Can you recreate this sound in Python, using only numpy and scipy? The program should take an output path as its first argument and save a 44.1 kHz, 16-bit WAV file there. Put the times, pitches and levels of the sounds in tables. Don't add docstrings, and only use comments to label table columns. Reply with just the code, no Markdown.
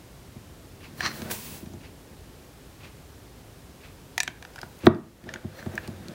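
import sys
import numpy as np
from scipy import signal
from scipy.fft import rfft, irfft
from scipy.io import wavfile
from scipy.ndimage import uniform_filter1d

SR = 44100
rng = np.random.default_rng(int(sys.argv[2]) if len(sys.argv) > 2 else 0)


def to_wav(sig):
    pcm = np.clip(np.atleast_2d(sig), -1, 1) * 32767
    pcm = np.round(pcm).astype(np.int16)
    wavfile.write(sys.argv[1], SR, pcm.T)


N = 270754


def gain_of(db):
    return 10 ** (np.asarray(db) / 20)


def unit_rms(x):
    return x / np.sqrt(np.mean(x ** 2) + 1e-20)


def curve_at(points, hz):
    f, value = np.transpose(points)
    return np.interp(np.log(hz + 1), np.log(f + 1), value)


def add(mix, s, sound):
    part = mix[round(s * SR):][:len(sound)]
    part += sound[:len(part)]


def coloured(x, spectrum):
    return unit_rms(irfft(rfft(x) * gain_of(curve_at(spectrum, np.fft.rfftfreq(N, 1 / SR))), N))


def ring(modes, seconds, rise_cycles, tune=1, travel_s=0):
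    hz, db, t60 = np.transpose(modes)[:, :, None]
    hz = hz * tune
    sign = np.cos(np.pi * np.arange(len(modes)))[:, None]
    delay = travel_s * np.sqrt(1000 / hz)
    t = np.maximum(np.arange(round(seconds * SR)) / SR - delay, 0)
    rise = 1 - np.exp(-t * hz / rise_cycles)
    return (sign * rise * gain_of(db - 60 * t / t60) * np.sin(2 * np.pi * hz * t)).sum(0)


def room_tone():
    spectrum = [(15, -50), (25, -10), (53, 2), (153, -3), (229, -10), (263, -4.5), (317, -10), (384, -9),
                (607, -15), (1070, -19.5), (1260, -21), (2110, -24), (3920, -26), (16000, -33)]
    tone = coloured(rng.standard_normal(N), spectrum)
    bass = signal.lfilter(*signal.butter(N=2, Wn=400, fs=SR), tone)
    swell = unit_rms(uniform_filter1d(uniform_filter1d(rng.standard_normal(N), 3000), 3000))
    return gain_of(-47.5) * (tone + (gain_of(0.52 * swell) - 1) * bass)


def table_hit(contact_ms):
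    wood_modes = [(95, -10, 0.096), (145.5, -3, 0.075), (178, -8.5, 0.068), (220.5, 0.5, 0.099),
                  (271, -3, 0.041), (344, 6.5, 0.061), (440, -0.5, 0.016), (628, -2, 0.07), (681, 1, 0.042),
                  (760, -1.5, 0.018), (859, 4, 0.026), (1083, -16, 0.035), (1195, 0, 0.019),
                  (1560, -32.5, 0.0084), (1900, -14, 0.036), (2320, -12.5, 0.016), (2700, -12, 0.011),
                  (3490, -8, 0.0078), (3960, -4, 0.0064), (4640, -15, 0.0052), (7550, -20, .005)]
    u = np.arange(400) / SR * 1000 / contact_ms
    force = u * np.exp(-u)
    sound = np.convolve(ring(wood_modes, seconds=.4, rise_cycles=0.71, travel_s=0.0008), force)
    return sound / abs(sound).max()


def knuckle_thumps():
    blows = [(0.356, -34, -13), (0.989, -39, -13), (1.216, -26, -8), (1.246, -34, -8), (1.273, -36, -6),
             (1.3, -37, 2.5), (1.319, -33.5, 1.5), (1.624, -31.5, -27), (1.66, -32, -10), (1.735, -32, -6),
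             (3.687, -42, -8), (4.277, -43.5, 10.5), (4.627, -41.5, 6.5), (4.833, -24, -11),
             (4.845, -23.5, -23), (4.858, -26, 1), (5.266, -37, 6), (5.35, -41, 11), (5.443, -22, -12.5),
             (5.66, -21.5, -5.5), (5.734, -37.5, 6.5), (5.878, -27, -3.5)]
    out = np.zeros(N)
    flesh, knuckle = table_hit(contact_ms=1.56), table_hit(contact_ms=0.1)
    for s, db, knuckle_db in blows:
        add(out, s, gain_of(db) * (flesh + gain_of(knuckle_db) * knuckle))
    return out


def wall_clock():
    case = [(700, -1), (1400, -2.5), (2300, 0.5), (2650, 3.5), (3000, -4), (4400, -7.5), (6500, -15),
            (9000, -25)]
    steps = [(-.027, 2), (0, 3.5), (0.011, -0.5)]
    first_s, tick_db, tock_db = 0.829, -51, -3.0
    attack_s, t60_s = 0.0053, 0.22
    t, shape = np.arange(round(.15 * SR)) / SR, np.zeros(N)
    burst = gain_of(-60 * t / t60_s) * (1 - np.exp(-t / attack_s))
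    for k, s in enumerate(np.arange(first_s, N / SR, 1)):
        for offset, step_db in steps:
            add(shape, s + offset, gain_of(tick_db + tock_db * (k % 2) + step_db) * burst)
    return shape * coloured(rng.standard_normal(N), case)


def envelope(strokes):
    t, gain = np.arange(N) / SR, 0
    for s, db, rise, hold, fall in strokes:
        fade = np.maximum(s - t, 0) / rise + np.maximum(t - s - hold, 0) / fall
        gain = gain + gain_of(db - 22.5 * fade)
    return gain


def friction(spread_db):
    return rng.standard_normal(N) * gain_of(spread_db * np.minimum(rng.exponential(1, N), 4))


def arm_rumble():
    strokes = [(1.044, -37.5, 0.29, 0.0091, 0.27), (1.24, -44.5, 0.12, .03, 0.21),
               (1.5, -48.5, 0.2, 0.18, 0.75), (5.24, -40.5, 0.018, .01, 0.23), (5.8, -44, .5, .34, .1)]
    bumps_per_s = 200
    bumps = rng.standard_normal(N) * (rng.random(N) < bumps_per_s / SR)
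    return envelope(strokes) * unit_rms(signal.fftconvolve(bumps, table_hit(contact_ms=1.34))[:N])


def skin_slide():
    strokes = [(.98, -50, .03, 0.099, 0.043), (1.155, -42, 0.17, .01, 0.34),
               (1.314, -27.5, 0.016, 0.0026, 0.037), (1.335, -37, 0.028, .01, 0.23),
               (1.46, -44.5, 0.12, 0.11, 0.093), (4.6, -64, .1, 0.26, .1), (4.859, -39, .006, .002, .006),
               (5.74, -57, 0.34, .03, 0.36), (4.79, -52, .006, .002, .008), (5.56, -58, .015, .04, .12)]
    spectrum = [(180, -10), (300, -20), (478, -2), (528, -24), (994, -6.5), (1280, -17.5), (2610, -10),
                (2930, -12.5), (13500, -12.5), (16000, -7)]
    swish = coloured(friction(spread_db=1.1), spectrum)
    treble = signal.lfilter(*signal.butter(N=2, Wn=8500, btype="high", fs=SR), swish)
    return envelope(strokes) * swish / treble.std()


def finger_rub():
    strokes = [(1.27, -42.5, 0.45, 0.042, 0.14), (1.55, -56.5, 0.19, 0.025, 0.25),
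               (4.57, -55, .4, 0.023, 0.25), (4.864, -38.5, 0.059, 0.0018, .005),
               (5.298, -43.5, 0.13, .01, 0.24), (5.58, -50, 0.19, 0.025, 0.33),
               (5.73, -50.5, 0.12, 0.011, 0.39), (6.12, -50, 0.43, .03, .1)]
    spectrum = [(290, -33), (500, 3.5), (688, -2), (985, -12), (1550, -5.5), (2780, -17.5), (3440, -15.5),
                (12000, -35), (15600, -64), (22000, -120)]
    return envelope(strokes) * coloured(friction(spread_db=1.9), spectrum)


def crackle(t, part_db):
    band_hz = [300, 850, 1600, 3000, 6000, 10000, 15500]
    body_db, body_t60_s, spit_db, spit_t60_s, attack_s = -8, 0.018, -10, .007, 0.00016
    log_hz = np.log(np.fft.rfftfreq(len(t), 1 / SR) + 1)
    colour_db = np.interp(log_hz, np.log(band_hz), (part_db[0] - 30, *part_db, part_db[-1] - 8))
    noise = unit_rms(irfft(rfft(rng.standard_normal(len(t))) * gain_of(colour_db), len(t)))
    body = gain_of(body_db - 60 * t / body_t60_s) * noise
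    spit = gain_of(spit_db - 60 * t / spit_t60_s) * np.diff(noise, n=2, prepend=[0, 0])
    return (body + spit) * (1 - np.exp(-t / attack_s))


def gun_clicks():
    # t/s, level/dB, shell f/Hz, catch f/Hz, place struck (0 handle, 4 snap), loss per part away/dB
    clicks = [(1.0065, -17, 1600, 4250, 1.3, 7.5), (1.2187, -27, 1650, 4600, 2.56, 7),
              (1.302, -27.5, 1600, 4670, .8, 8), (1.313, -25.5, 1580, 4670, 7.3, -2),
              (1.66, -41.5, 1550, 5730, 2.4, 7), (1.736, -43, 1470, 6380, 3.1, 9),
              (4.1791, -10, 1844, 6490, 1.86, 4), (4.203, -6, 1650, 6000, 2.42, 7),
              (4.2324, -14.5, 1810, 7400, 3.1, 4.5), (4.277, -16, 1460, 5780, 1.8, 7),
              (4.4252, -29, 1560, 5870, 1.54, 6.5), (4.45, -30, 1500, 4860, 1.36, 7),
              (4.537, -49, 1540, 5290, 2.8, 4), (4.559, -30, 1490, 5000, 1.2, 3),
              (4.5814, -33.5, 1530, 5250, 1.1, 16), (4.588, -29, 1480, 5270, 1.1, 6.5),
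              (4.6149, -30.5, 1530, 4950, 2.9, 7), (4.6306, -24.5, 1460, 5440, .7, 9.5),
              (4.8672, -30, 1528, 6060, 4.5, 5), (4.8678, -3.5, 1455, 4000, 0.045, 9.5),
              (4.947, -39, 1500, 4800, 2.5, 6), (5.2398, -40, 1700, 4800, 1.1, 0.5),
              (5.2904, -22.5, 1680, 5070, 1.41, 12.5), (5.3385, -20, 1500, 6330, 2.1, 8),
              (5.359, -24.5, 1530, 4420, 1.36, 20), (5.59, -33.5, 1600, 4220, 1, 10),
              (5.6266, -33, 1580, 5200, 1, 10), (5.661, -37, 1700, 4340, 0.75, 5),
              (5.7542, -31.5, 1670, 6060, 4, 3), (5.7777, -18, 1604, 4430, 1, 11),
              (5.876, -30, 1710, 4650, 5.3, 2.5), (6.0834, -35, 1380, 4280, 3.27, 9)]
    handle = [(733, 2, 0.035), (965, -2.5, 0.052)]
    shell = [(1.001, -1, 0.018), (1.14, -2.5, 0.013)]
    lever = [(2000, 0.5, .011), (2320, 4, 0.02), (2850, 3.9, 0.011), (3356, 1.5, 0.014), (3600, 0.5, 0.014),
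             (3750, 2.2, 0.0096)]
    catch = [(.8, -9, 0.0064), (.9, -12, 0.0061), (0.998, 0.5, 0.0069), (1.11, -15, 0.028),
             (1.23, -19, 0.015)]
    snap = [(8880, 13, 0.01), (9360, 14.5, 0.0046), (10540, -8, .006), (11630, -17, 0.0079),
            (12900, 0, 0.0047)]
    balance = [-4, -1, -3.5, -1.5, -9]
    pitch_spread = 0.022
    out, t = np.zeros(N), np.arange(round(.08 * SR)) / SR
    for s, click_db, shell_hz, catch_hz, place, loss_db in clicks:
        part_db = balance - loss_db * abs(np.arange(len(balance)) - place)
        parts = (handle, 1), (shell, shell_hz), (lever, 1), (catch, catch_hz), (snap, 1)
        plastic = 0
        for (modes, pitch), db in zip(parts, part_db):
            tune = pitch * (1 + pitch_spread * rng.standard_normal((len(modes), 1)))
            part = ring(modes, len(t) / SR, rise_cycles=.12, tune=tune, travel_s=0.00037)
            plastic = plastic + gain_of(db) * part / abs(part).max()
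        add(out, s, gain_of(click_db) * (plastic / abs(plastic).max() + crackle(t, part_db)))
    return out


def edge_scrape():
    strokes = [(1.012, -42, .03, 0.023, 0.059), (1.055, -23.5, 0.048, 0.015, 0.026),
               (1.09, -38.5, 0.039, 0.011, 0.16), (1.31, -45, .012, .015, .04),
               (5.585, -48.5, 0.08, 0.016, .06)]
    resonances = [(890, 2000, 0), (1320, 1100, 6.5), (1800, 570, 1.5), (2490, 130, -9), (2970, 130, -8),
                  (4210, 280, 6.5), (4730, 310, -1), (5790, 480, 0), (6900, 310, -20), (8340, 910, -15),
                  (9900, 730, -18)]
    grit, rasp = friction(spread_db=6.0), 0
    for hz, width, db in resonances:
        b, a = signal.iirpeak(hz, hz / width, SR)
        rasp = rasp + gain_of(db) * unit_rms(signal.lfilter(b, a, signal.lfilter(b, a, grit)))
    return envelope(strokes) * unit_rms(rasp)


def gun_landing():
    contacts = [(4.8669, 2, 0.03), (4.8674, 1, 0.11)]  # t/s, level/dB, contact time/ms
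    out = np.zeros(N)
    for s, db, contact_ms in contacts:
        add(out, s, gain_of(db) * table_hit(contact_ms))
    return out


def reverb(x):
    decay = [(100, 0.32), (500, 0.3), (2000, 0.36), (6000, 0.21), (16000, 0.086)]
    taps = rng.standard_normal(SR // 2) * (np.arange(SR // 2) > .005 * SR)
    hz, t, bands = signal.stft(taps, SR, nperseg=256)
    tail = signal.istft(bands * gain_of(-60 * t / curve_at(decay, hz)[:, None]), SR, nperseg=256)[1]
    return signal.fftconvolve(x, tail / np.linalg.norm(tail))[:N]


def scene():
    clicks = gun_clicks()
    knocks = knuckle_thumps() + gun_landing()
    dull_knocks = signal.lfilter(*signal.butter(N=2, Wn=2200, fs=SR), knocks)
    wet = gain_of(-17.0) * reverb(clicks) + gain_of(-8.5) * reverb(dull_knocks)
    hands = skin_slide() + edge_scrape() + finger_rub() + arm_rumble()
    return (clicks + knocks + wet + hands + wall_clock() + room_tone())[None]


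def record(dry):
    threshold_db, duck_db_per_db, release_db_per_s, lag_samples = -31.5, 0.26, 36.3, 500
    power_db = 10 * np.log10(abs(uniform_filter1d(dry[0] ** 2, 600)) + 1e-12)
    late_db = np.concatenate([np.full(lag_samples, -90.), power_db[:-lag_samples]])
    release = np.arange(N) * release_db_per_s / SR
    held_db = np.maximum.accumulate(late_db + release) - release
    over_db = np.maximum(held_db - threshold_db, 0)
    thin = signal.lfilter(*signal.butter(N=2, Wn=45, btype="high", fs=SR), dry)
    ducked = thin / gain_of(duck_db_per_db * uniform_filter1d(over_db, 400))
    lowpass = signal.firwin(511, cutoff=15850, window=("kaiser", 9), fs=SR)
    return signal.oaconvolve(np.clip(ducked, -1, 1), lowpass[None], "same")


dry = scene()
out = record(dry)
to_wav(out)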